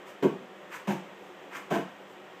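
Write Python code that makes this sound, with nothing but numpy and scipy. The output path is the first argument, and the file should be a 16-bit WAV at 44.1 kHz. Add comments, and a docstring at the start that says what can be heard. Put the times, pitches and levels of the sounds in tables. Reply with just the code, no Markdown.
"""Two hands drop from rung to rung of a wooden climbing board in a small hard room.
First the fingers scuff off a rung. At 0.2 s fingers, palms and body weight land on the top rung:
the skin smacks and a quick run of knocks rings the hollow board and the room. Another scuff leads to
the middle rung at 0.9 s, then a faint scuff and a strong one lead to the low rung at 1.7 s. A last
faint scuff follows at 2.1 s. All along, the room echoes the hands and a steady airy hum fills it."""
import sys
import numpy as np
from scipy import signal
from scipy.fft import rfft, irfft
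from scipy.io import wavfile

SR = 44100
rng = np.random.default_rng(int(sys.argv[2]) if len(sys.argv) > 2 else 0)


def unload_audio(sound):
    """Save the sound as a 16-bit wav file, at the path given as the first command line argument."""
    columns = np.transpose(np.atleast_2d(sound))
    # keep every value between -1 and 1, then stretch to whole-number steps
    steps = np.round(np.clip(columns, -1, 1) * 32767)
    wavfile.write(sys.argv[1], SR, steps.astype(np.int16))


N = 105840

# Knocks of fingers and palms: t/s, rung (0 top, 1 middle, 2 low), level/dB, hardness/(dB per octave)
RUNG_KNOCKS = [(0.2241, 0, -22.5, -0.5), (.2315, 0, -31.5, -2.5), (.2385, 0, -21, 2.5),
               (0.2439, 0, -25.5, -7), (.249, 0, -18.5, -2.5), (.257, 0, -20.5, 2), (.269, 0, -23.5, 2),
               (.277, 0, -37, -6), (.292, 0, -33.5, -10.5), (0.8746, 1, -24, -0.5), (.879, 1, -24.5, -9),
               (.884, 1, -21, -1.5), (.8945, 1, -22, -3.5), (.906, 1, -29.5, 12.5), (.911, 1, -34, 6),
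               (0.923, 1, -20, -1.5), (.947, 1, -29, -3), (.962, 1, -34, 6.5), (1.706, 2, -24.5, -1.5),
               (1.713, 2, -22.5, 1.5), (1.718, 2, -20, -10.5), (1.726, 2, -26, -8.5),
               (1.735, 2, -25.5, -11.5), (1.741, 2, -26, -4), (1.756, 2, -21, -6), (1.765, 2, -24.5, -5),
               (1.781, 2, -34.5, -0.5), (1.788, 2, -24.5, -5.5)]
# Tones that ring after each knock, from the board and the room:
# f/Hz, time to fade 60 dB/s, level/dB from the top, middle and low rung
RINGING_TONES = [(144.2, 0.407, -33.5, -22, -30), (194, 0.092, -7, -7, -11.5),
                 (243.7, 0.19, -11.5, -22, -22.5), (290, 0.13, -3.5, -18, -10),
                 (347, 0.18, -2.5, -9.5, -10.5), (389.5, 0.072, 4, -9, -5.5), (460.7, 0.11, 1.5, -23, -6),
                 (550.8, 0.094, -6.5, -9, -10), (624, 0.061, -8, -17, -1.5), (702, 0.091, -6, -8, 3.5),
                 (767, 0.067, -16, -7, -1), (906, 0.087, -5, -2, -28), (971, 0.068, -4.5, -12.5, -3.5),
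                 (1108, 0.11, -8, -31, 2), (1597, .07, -13.5, -33, -4), (2920, 0.046, -22, -25, -28)]
def board_knocks():
    """Each knock is a short soft push that rings board and room; hard knocks favour the high tones."""
    times, rungs, level_db, hardness = np.transpose(RUNG_KNOCKS)
    ringing = 0
    for k, (hz, fade_s, *rung_db) in enumerate(RINGING_TONES):
        push_db = level_db + hardness * np.log2(hz / 400) + np.array(rung_db)[rungs.astype(int)]
        pushes = np.full(N, 1e-18)
        pushes[(times * SR).astype(int)] = (-1) ** k * from_db(push_db)  # every other tone is flipped
        fade, turn = from_db(-60 / (fade_s * SR)), 2 * np.pi * hz / SR
        # This filter turns each push into a fading sine wave.
        ringing += signal.lfilter([0, np.sin(turn)], [1, -2 * fade * np.cos(turn), fade ** 2], pushes)
    contact_s = 0.00024  # a longer touch sounds duller
    soft = np.exp(-1 / (contact_s * SR))
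    return signal.lfilter([(1 - soft) ** 2], [1, -2 * soft, soft ** 2], ringing)


# Hands landing: t/s, rise/s, hold/s, body level/dB, treble level/dB
LANDINGS = [(0.223, 0.0051, 0.014, -35, -51.5), (0.872, 0.0024, 0.042, -38, -51),
            (1.697, 0.017, 0.046, -35, -50)]
# Tone colour of skin hitting wood: f/Hz, level/(dB per Hz)
SMACK_COLOUR = [(900, 0), (1300, -7.5), (1570, -5), (1960, -13), (2400, -11.5), (2900, -14.5),
                (3400, -20.5), (4440, -31), (7130, -26.5), (8300, -30), (9810, -39), (11200, -34.5),
                (15200, -33.5)]
def skin_smacks():
    """The skin gives a short hiss as the hands land."""
    body, treble = body_and_treble(coloured(skin_grains(), SMACK_COLOUR))
    return sum((from_db(body_db) * body + from_db(treble_db) * treble)
               * envelope(start, rise, hold, fade_s=0.16)
               for start, rise, hold, body_db, treble_db in LANDINGS)


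# Fingers sliding on a rung: peak t/s, rise/s, body level/dB, treble level/dB, thud level/dB
SLIDES = [(0.087, 0.039, -50.5, -60, -70), (0.747, 0.059, -41.5, -53, -50.5), (1.27, 0.18, -68, -70, -81),
          (1.562, 0.065, -40, -53, -46.5), (2.108, 0.052, -70, -67.5, -72)]
# Tone colour of skin rubbing wood: f/Hz, level/(dB per Hz)
SCUFF_COLOUR = [(500, -16), (750, -11.5), (950, 2.5), (1250, 0.5), (1780, -1), (2410, -5.5), (3300, -16.5),
                (4030, -27), (6450, -23), (8200, -24), (10000, -35.5), (12500, -29), (15200, -30)]
def finger_scuffs():
    """Rubbing swells until the fingers leave; freed of their weight, the board gives a low thud."""
    body, treble = body_and_treble(coloured(skin_grains(), SCUFF_COLOUR))
    thud = rms_one(resonance(rng.standard_normal(N), hz=180, width_hz=40))
    lead_s, lag_s = 0.024, 0.011  # the treble starts before the body and peaks after it
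    out = 0
    for peak, rise, body_db, treble_db, thud_db in SLIDES:
        start = peak - rise
        out += from_db(body_db) * body * envelope(start, rise, 0, fade_s=0.16)
        treble_swell = envelope(start - lead_s, rise + lead_s + lag_s, 0, 0.29) ** 2
        out += from_db(treble_db) * treble * treble_swell
        out += from_db(thud_db) * thud * envelope(peak - 0.015, 0.012, 0, fade_s=0.16)
    return out


def skin_grains():
    """Skin on wood makes many tiny uneven clicks over a fine hiss."""
    clicks_per_s = 3700
    sizes = from_db(3 * np.minimum(rng.exponential(1, N), 3))
    clicks = (rng.random(N) < clicks_per_s / SR) * sizes * rng.choice([-1, 1], N)
    return rms_one(clicks) + 0.46 * rng.standard_normal(N)


# How long the room rings: f/Hz, time to fade 60 dB/s
ECHO_FADES = [(100, 0.33), (200, 0.44), (400, 0.27), (1000, 0.42), (4000, 0.55), (12000, 0.29)]
def room_echo(sound):
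    """Echoes from the hard walls blur into noise; each half-octave band fades at its own rate."""
    t = np.arange(SR // 2) / SR
    edges_hz = 60 * 2 ** np.arange(0, 8.6, 0.5)
    tail, build_up_s = 0, 0.0027
    for low, high in zip(edges_hz, np.minimum(edges_hz[1:], 0.45 * SR)):
        fade_s = at_hz(ECHO_FADES, np.sqrt(low * high))
        band = filtered(rng.standard_normal(len(t)), 2, [low, high], "bandpass")
        energy = fade_s * SR / (2 * np.log(1000))  # divided out, so a longer echo is no stronger
        tail += band * from_db(-60 * t / fade_s) / np.sqrt(energy)
    return signal.fftconvolve(sound, tail * np.clip(t / build_up_s, 0, 1))[:N]


# Tone colour of the air's noise: f/Hz, level/(dB per Hz)
AIR_COLOUR = [(25, -66), (60, -60), (100, -22), (140, -18), (190, -5), (250, -17), (350, -7), (500, -6.5),
              (700, -9), (1000, -9.5), (1880, -14.5), (3300, -18.5), (4310, -33), (7770, -34),
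              (8800, -41.5), (10200, -50.5), (12000, -42.5), (15200, -40.5)]
# Narrow bands that stand out in the hum: f/Hz, width/Hz, level/dB
HUM_BANDS = [(199, 4, -64.5), (290.6, 4, -64.5), (366.4, 28, -56), (517.5, 32, -58), (601, 6.8, -64),
             (756.7, 10, -61.5), (1867, 41, -63.5)]
def air_hum():
    """Steady air noise wavers a little, with a few narrow bands humming on top."""
    level_db, waver_db = -50, 0.4
    waver = rms_one(np.interp(np.arange(N), np.linspace(0, N, 24), rng.standard_normal(24)))
    out = from_db(level_db + waver_db * waver) * coloured(rng.standard_normal(N), AIR_COLOUR)
    for hz, width_hz, db in HUM_BANDS:
        band = resonance(rng.standard_normal(N + SR), hz, width_hz)[SR:]  # one second to settle
        out += from_db(db) * rms_one(band)
    return out


def from_db(db):
    """Turns decibels into a number to multiply by."""
    return 10 ** (np.asarray(db) / 20)


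def rms_one(x):
    """Scales a sound to an average strength (rms) of 1."""
    return x / np.sqrt(np.mean(x ** 2) + 1e-20)


def at_hz(table, hz):
    """Reads a value between a table's frequencies."""
    freqs, values = np.transpose(table)
    return np.interp(np.log(hz), np.log(freqs), values)


def coloured(noise, colour):
    """Gives white noise a tone colour that drops steeply below the table's first row."""
    hz = np.arange(len(noise) // 2 + 1) * SR / len(noise) + 1
    gain = from_db(at_hz(colour, hz)) * np.minimum(1, hz / colour[0][0]) ** 2
    return rms_one(irfft(rfft(noise) * gain, len(noise)))


def resonance(x, hz, width_hz):
    """Lets through a narrow band around one pitch."""
    r = np.exp(-np.pi * width_hz / SR)
    gain = (1 - r * r) / 2
    return signal.lfilter([gain, 0, -gain], [1, -2 * r * np.cos(2 * np.pi * hz / SR), r * r], x)


def filtered(x, order, hz, kind):
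    """Keeps the lows, the highs or a band; a higher order cuts more steeply."""
    return signal.sosfilt(signal.butter(order, hz, kind, fs=SR, output="sos"), x)


def body_and_treble(noise, split_hz=3820):
    """Splits noise into a low part (body) and a high part (treble), made equally strong."""
    return [rms_one(filtered(noise, 4, split_hz, kind)) for kind in ("lowpass", "highpass")]


def envelope(start, rise, hold, fade_s):
    """Loudness rises smoothly, holds, then drops 60 dB every fade_s seconds."""
    t = np.arange(N) / SR - start
    swell = np.sin(np.pi / 2 * np.clip(t / rise, 0, 1)) ** 2
    return swell * from_db(-60 * np.clip(t - rise - hold, 0, None) / fade_s)


def scene():
    """Board and hands echo in the room, their deep bass cut, over the hum."""
    knocks = board_knocks()
    skin = skin_smacks() + finger_scuffs()
    echo = room_echo(from_db(-6) * knocks + from_db(-2.5) * skin)
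    climbing = filtered(knocks + skin + echo, order=5, hz=129.6, kind="highpass")
    return (climbing + air_hum())[None]


def record(dry):
    """Cuts off the very highest treble."""
    cutoff_hz = 15300
    return signal.sosfilt(signal.ellip(12, 0.5, 70, cutoff_hz, fs=SR, output="sos"), dry)


dry = scene()
out = record(dry)
unload_audio(out)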